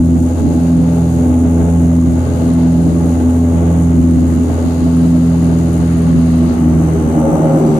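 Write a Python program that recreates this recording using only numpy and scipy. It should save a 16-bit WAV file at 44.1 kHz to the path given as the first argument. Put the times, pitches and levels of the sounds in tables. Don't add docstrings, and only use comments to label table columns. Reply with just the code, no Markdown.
import sys
import numpy as np
from scipy import signal
from scipy.fft import rfft, irfft, next_fast_len
from scipy.io import wavfile

SR = 44100
rng = np.random.default_rng(int(sys.argv[2]) if len(sys.argv) > 2 else 0)


def elevation(decibels):
    levels = np.asarray(decibels, float)
    return 10 ** (levels / 20)


def persist_wave(psi):
    counts = np.round(np.clip(psi, -1, 1) * 32767).astype(np.int16)
    wavfile.write(sys.argv[1], SR, np.atleast_2d(counts).T)


N = 343518


def in_time(rows):
    s, *columns = np.transpose(rows)
    return [np.interp(np.arange(N) / SR, s, c) for c in columns]


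def at_hz(points, hz):
    point_hz, point_db = np.transpose(points)
    return np.interp(np.log(hz), np.log(point_hz), point_db)


def drift(rate_hz):
    pole = np.exp(-200 * np.pi * rate_hz / SR)
    noise = rng.standard_normal(N // 100 + 2002)
    slow = signal.lfilter([1], [1, -2 * pole, pole * pole], noise)[2000:]
    return signal.upfirdn(np.bartlett(201)[1:], slow / slow.std(), 100)[100:N + 100]


def pan(x, lr_db):
    return np.array([x * elevation(lr_db / 2), x * elevation(-lr_db / 2)])


def coloured(spectrum):
    # frequency in Hz, left-right correlation.
    likeness = [(60, 0.55), (130, 0.12), (290, 0.86), (640, 0.66), (1410, -0.23), (3100, 0.13),
                (6820, -0.34), (15000, 0.39)]
    # frequency in Hz, left over right in dB.
    leftness = [(60, 6), (99, -3), (160, -6), (270, 1), (450, 4), (740, -2), (1220, 3), (2010, 2),
                (3330, 9.5), (5500, 15.5), (9080, 0), (15000, -11.5)]
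    size = next_fast_len(N)
    hz = np.maximum(np.arange(size // 2 + 1) * SR / size, 1)
    mid, side = rfft(rng.standard_normal((2, size)))
    alike = np.clip(at_hz(likeness, hz), -1, 1)
    pair = np.sqrt(1 + alike) * mid + np.sqrt(1 - alike) * side * [[1], [-1]]
    inside = (hz > spectrum[0][0]) & (hz < spectrum[-1][0])
    gain = pan(inside * elevation(at_hz(spectrum, hz)), at_hz(leftness, hz))
    out = irfft(pair * gain, size)[:, :N]
    return out / out.mean(axis=0).std()


def tone(turns, rough, rate_hz=14):
    height = np.sqrt(2) * (1 + rough * drift(rate_hz))
    return height * np.sin(2 * np.pi * turns + rough * drift(rate_hz))


def throb(turns, depth_db):
    return elevation(depth_db * np.cos(2 * np.pi * turns))


def blade_tones(near, slip, buffet):
    # multiple of blade rate, near level in dB, far level in dB, far path lag in turns,
    # change when buffeting in dB, left over right in dB.
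    multiples = [(1, -16.2, -26.5, .66, -1, -1), (2, -18.7, -19.0, .4, -1.5, -1.5),
                 (3, -15.2, -23, .41, -6, .5), (4, -33, -36, .3, 5, 1.1)]
    gain_db, sag_loss_db = 0.5, -17
    wall_spread_turns = .322
    rough, speed = 0.11 + 0.52 * buffet, np.gradient(near)
    sag = (speed.max() - speed) / np.ptp(speed)
    out = 0
    for k, near_db, far_db, lag_turns, change_db, lr_db in multiples:
        late_turns = wall_spread_turns * k ** 2
        waver = rough * min(k / 2, 1) ** .5
        loss_db = (k == 1) * sag_loss_db
        both = elevation(near_db) * tone(k * near + late_turns, waver)
        both = both + elevation(far_db + loss_db * sag) * tone(k * (near - slip) + late_turns + lag_turns, waver)
        out = out + pan(both * elevation(gain_db + change_db * buffet ** 0.81 + loss_db * sag ** 3), lr_db)
    return out


def shaft_tones(near, slip, buffet):
    # multiple in quarters of blade rate, level in dB.
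    multiples = [(2, -47), (3, -36), (5, -33), (6, -27), (7, -35), (9, -35), (11, -33), (13, -35),
                 (26, -43)]
    gain_db, far_db = -1.2, -31.5
    out = 0
    for quarters, level_db in multiples:
        turns = quarters * near / 4 + rng.random()
        out = out + elevation(level_db + gain_db - 6 * buffet) * tone(turns, .25, rate_hz=3)
        if quarters == 6:
            out = out + elevation(far_db - 6 * buffet) * tone(turns - 1.5 * slip + .5, .2, rate_hz=3)
    return out


def airframe_rumble(near, buffet):
    # frequency in Hz, density in dB per Hz.
    rumble_spectrum = [(22, -27), (32, -38), (45, -14), (62, -28.5), (100, -45), (140, 2), (200, -5.5),
                       (240, 4), (300, 1.5), (360, -6.5), (430, -33), (600, -72)]
    level_db = -21 - 1 * buffet + 3.06 * drift(4.7)
    return elevation(level_db) * throb(near / 4, depth_db=-0.2) * coloured(rumble_spectrum)


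def wall_panel(near, buffet, roar_db):
    # frequency in Hz, density in dB per Hz.
    roar_spectrum = [(250, -4), (400, 2.5), (520, -1), (640, 2), (740, -6), (860, -2), (1000, -15),
                     (1300, -16.5), (1550, -14.5), (1750, -24.5), (2100, -22.5), (3000, -29.5),
                     (4000, -34.5)]
    # multiple of blade rate, level under the roar in dB, change when buffeting in dB.
    panel_multiples = [(5, -5, -5.5), (6, -8.5, -25), (7, -11.5, 10.5), (8, -17, 8.5), (9, -15.5, -6),
                       (10, -15, -3), (11, -39.5, 0), (13, -24, -4)]
    tires_s, tires_db = 4.0, -4
    roar = elevation(-4 - 2.5 * buffet + 1.9 * drift(24)) * throb(near, depth_db=-2.5) * coloured(roar_spectrum)
    drive_db = 1.8 * np.clip(roar_db + 25.5, -6, 3)
    tired_db = tires_db * np.clip(np.arange(N) / SR - tires_s, 0, 1) * (buffet < .3)
    for k, level_db, change_db in panel_multiples:
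        buffet_db = change_db * 1.7 * np.maximum(buffet - .3, 0)
        sung_db = level_db + drive_db + (k > 5.5) * tired_db + buffet_db
        sung = elevation(sung_db) * tone(round(k) * near + rng.random(), .25 + .7 * buffet, rate_hz=9)
        roar += [sung, elevation(-2.5) * np.roll(sung, -8)]
    return elevation(np.minimum(roar_db, -21.5)) * roar


def slipstream(near, t):
    # frequency in Hz, density in dB per Hz.
    air_spectrum = [(700, -25), (1100, 7.5), (1550, -1), (1750, -3.5), (2000, -2), (2600, -12.5),
                    (3000, -9), (3400, -21), (5000, -32)]
    level_db, start_db, rise_s = -40, -10, 2.66
    air_db = level_db + start_db * np.exp(-t / rise_s)
    return elevation(air_db + 1.07 * drift(2.2)) * throb(near, depth_db=3.5) * coloured(air_spectrum)


def cabin_boom(buffet):
    # frequency in Hz, level in dB, rise when buffeting in dB.
    cabin_mode = (307, -33, 13)
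    mode_hz, mode_db, rise_db = cabin_mode
    level_db = mode_db + rise_db * np.minimum(buffet / .4, 1)
    return elevation(level_db) * tone(mode_hz * np.arange(N) / SR, .7, rate_hz=22)


def compressor_whine(blades, buffet, whine_db):
    # multiple of blade rate, level in dB, chop depth in rad, left over right in dB,
    # change when buffeting in dB.
    lines = [(42.02, -19, .3, 9, -6), (69.69, -14, .9, 11, -9), (72.69, -18, 1.5, 9, 0),
             (77.69, -7.5, 1.2, 12, 4), (80.69, -4, 1.3, 14, -7), (87.69, -17, 1.4, 12, -2),
             (96.88, -18, .7, 6, -1), (99.88, -13, .9, 11, 2), (140, -30, 1.8, 0, 0),
             (155.4, -24, 2.2, 4, 17)]
    gain_db = -2.5
    window_hz, window_width_hz, window_db = 7600, 210, 11
    bend = np.cos(2 * np.pi * blades) / (2 * np.pi)
    stir = buffet ** .35
    smear, rate_hz = stir * drift(40), np.gradient(blades) * SR
    out = 0
    for k, level_db, chop_rad, lr_db, change_db in lines:
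        turns = k * blades + chop_rad * bend + 0.0017 * k * smear + rng.random()
        pane_db = window_db / (1 + ((k * rate_hz - window_hz) / window_width_hz) ** 4)
        line = tone(turns, 0.14, rate_hz=37)
        out = out + pan(elevation(level_db + change_db * stir + pane_db) * line, lr_db)
    out = elevation(whine_db + gain_db) * throb(blades, depth_db=5) * out
    out[1] = np.roll(out[1], 60) * elevation(3 * drift(15))
    return out


def intake_hiss(blades, whine_db):
    # frequency in Hz, density in dB per Hz.
    hiss_spectrum = [(2940, -47), (5000, -43), (5470, -7.5), (5630, -16.5), (6070, -4.5), (6490, -2),
                     (6740, 2), (6960, -1), (7130, 2), (7730, -3), (8330, 1), (9880, -1.5), (11300, -7.5),
                     (13300, -9.5), (15500, -36)]
    level_db = -45.5 + 0.48 * (whine_db - whine_db.mean()) + 1.07 * drift(19)
    return elevation(level_db) * throb(blades, depth_db=1.5) * coloured(hiss_spectrum)


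def trim_buzz(near, buzz_db):
    # frequency in Hz, density in dB per Hz.
    buzz_spectrum = [(2600, 0.5), (3400, -7.5), (4000, -2), (4400, -3.5), (4700, -3.5), (5200, -9.5),
                     (5800, -14)]
    return elevation(buzz_db + 0.5 * drift(24)) * throb(near, depth_db=2.0) * coloured(buzz_spectrum)


def catch_ticks(near, buffet, t):
    # centre in seconds, half length in seconds, rise above rest in dB.
    spells = [(0.698, 0.22, 4.5), (1.45, 0.37, 5), (2.53, .12, 6), (3.086, .25, 4), (4.601, .15, 2),
              (5.01, 0.059, 7.5), (5.456, 0.13, 4.5), (5.85, 0.31, 6.5), (6.353, 0.26, 5), (7.4, 0.31, 10)]
    rest_db = -58
    loose_db = rest_db + sum(rise_db * np.exp(-((t - s) / half_s) ** 2) for s, half_s, rise_db in spells)
    at = np.flatnonzero(np.diff(np.floor(near + .3)))
    once_a_turn = np.arange(len(at)) % 4 == 0
    strength_db = 3.2 * rng.standard_normal(len(at)) + 8 * once_a_turn - 1
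    shaken_db = 2.0 * np.minimum(loose_db[at] + 51.5, 2)
    clicks = np.full(N, 1e-18)
    clicks[at] = elevation(strength_db + shaken_db - 9.5 * buffet[at] - 15.5) * rng.choice([-1, 1], len(at))
    ring = signal.butter(2, [9450, 10000], "band", fs=SR, output="sos")
    return pan(signal.sosfilt(ring, clicks), -21.5)


def stalled_gusts(near, buffet):
    # frequency in Hz, density in dB per Hz.
    gust_spectrum = [(120, -37), (200, -5), (270, 13.5), (308, -8), (345, 10), (400, 3.5), (550, 0.5),
                     (650, 1), (750, -0.5), (860, 3), (1000, -14), (1250, -7.5), (1600, -23)]
    return buffet ** 1.5 * elevation(-14.5) * throb(near, depth_db=2.0) * coloured(gust_spectrum)


def fitting_squeak(t):
    # centre in seconds, frequency in Hz, level in dB, length in seconds.
    rub = (7.672, 4780, -40, .0035)
    s, hz, level_db, length_s = rub
    since_s = t - s
    burst = elevation(level_db) * np.exp(-(since_s / length_s) ** 2) * np.sin(2 * np.pi * hz * since_s)
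    return pan(burst, 5)


def round_beat(slip):
    # slip in turns, wall roar in dB, trim buzz in dB, whine in dB.
    beat = [(0, -25, -47.5, -45.5), (.2, -26, -49.5, -47), (.38, -24.5, -50.5, -44.5),
            (.48, -25, -53.5, -46), (.62, -23.5, -54.5, -45), (.7, -26, -55, -45.5),
            (.82, -28.5, -53, -47.5), (.92, -25.5, -50.5, -45)]
    turns, *columns = np.transpose(beat)
    return [np.interp(slip % 1, turns, c, period=1) for c in columns]


def scene():
    # time in seconds, loud propeller blade rate in Hz, whining engine blade rate in Hz.
    speed_hz = [
        (0, 83.92, 83.42),
        (4, 83.88, 83.42),
        (5.3, 83.8, 83.42),
        (5.75, 83.45, 83.4),
        (6.1, 82.85, 83.1),
        (6.5, 81.75, 81.7),
        (6.8, 80.8, 80.1),
        (7.1, 79.7, 78.9),
        (7.4, 78.5, 77.8),
        (7.79, 77.2, 76.5),
    ]
    # time in seconds, slip of the far propeller in blade turns.
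    slip_turns = [(0, -.21), (.4, -.04), (1.33, .45), (2.3, .97), (3.27, 1.45), (3.7, 1.62), (4.1, 1.83),
                  (4.55, 1.95), (5.1, 2.16), (5.7, 2.32), (6.48, 2.1), (6.62, 1.82), (7.27, 1.45),
                  (7.5, 1.17), (7.79, 1.1)]
    # time in seconds, buffeting 0-1.
    buffeting = [
        (6.3, 0),
        (6.6, 0.37),
        (7.02, 0.27),
        (7.15, 0.47),
        (7.3, 0.77),
        (7.55, 0.71),
        (7.79, 0.49),
    ]
    near, blades = np.cumsum(in_time(speed_hz), axis=1) / SR
    t = np.arange(N) / SR
    slip, buffet = in_time(slip_turns)[0], np.clip(in_time(buffeting)[0], 0, 1.3)
    settle_db = -1.5 * np.exp(-t / 0.13)
    roar_db, buzz_db, whine_db = round_beat(slip) + settle_db
    roar_db = roar_db + 18 * np.maximum(buffet - .35, 0)
    buzz_db = buzz_db + 0.5 * (t - 3) - 13.5 * np.maximum(buffet - .3, 0)
    mix = blade_tones(near, slip, buffet) + shaft_tones(near, slip, buffet)
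    mix = mix + airframe_rumble(near, buffet) + wall_panel(near, buffet, roar_db)
    mix = mix + slipstream(near, t) + cabin_boom(buffet)
    mix = mix + compressor_whine(blades, buffet, whine_db) + intake_hiss(blades, whine_db)
    mix = mix + trim_buzz(near, buzz_db) + catch_ticks(near, buffet, t)
    return mix + stalled_gusts(near, buffet) + fitting_squeak(t)


def band_limit(x):
    return signal.sosfilt(signal.butter(12, 15640, fs=SR, output="sos"), x)


def record(dry):
    knee, edge_s, t = 1.12, .003, np.arange(N) / SR
    ease = np.sin(np.pi / 2 * np.clip(np.minimum(t, t[-1] - t) / edge_s, 0, 1)) ** 2
    return band_limit(ease * knee * np.tanh(dry / knee))


dry = scene()
out = record(dry)
persist_wave(out)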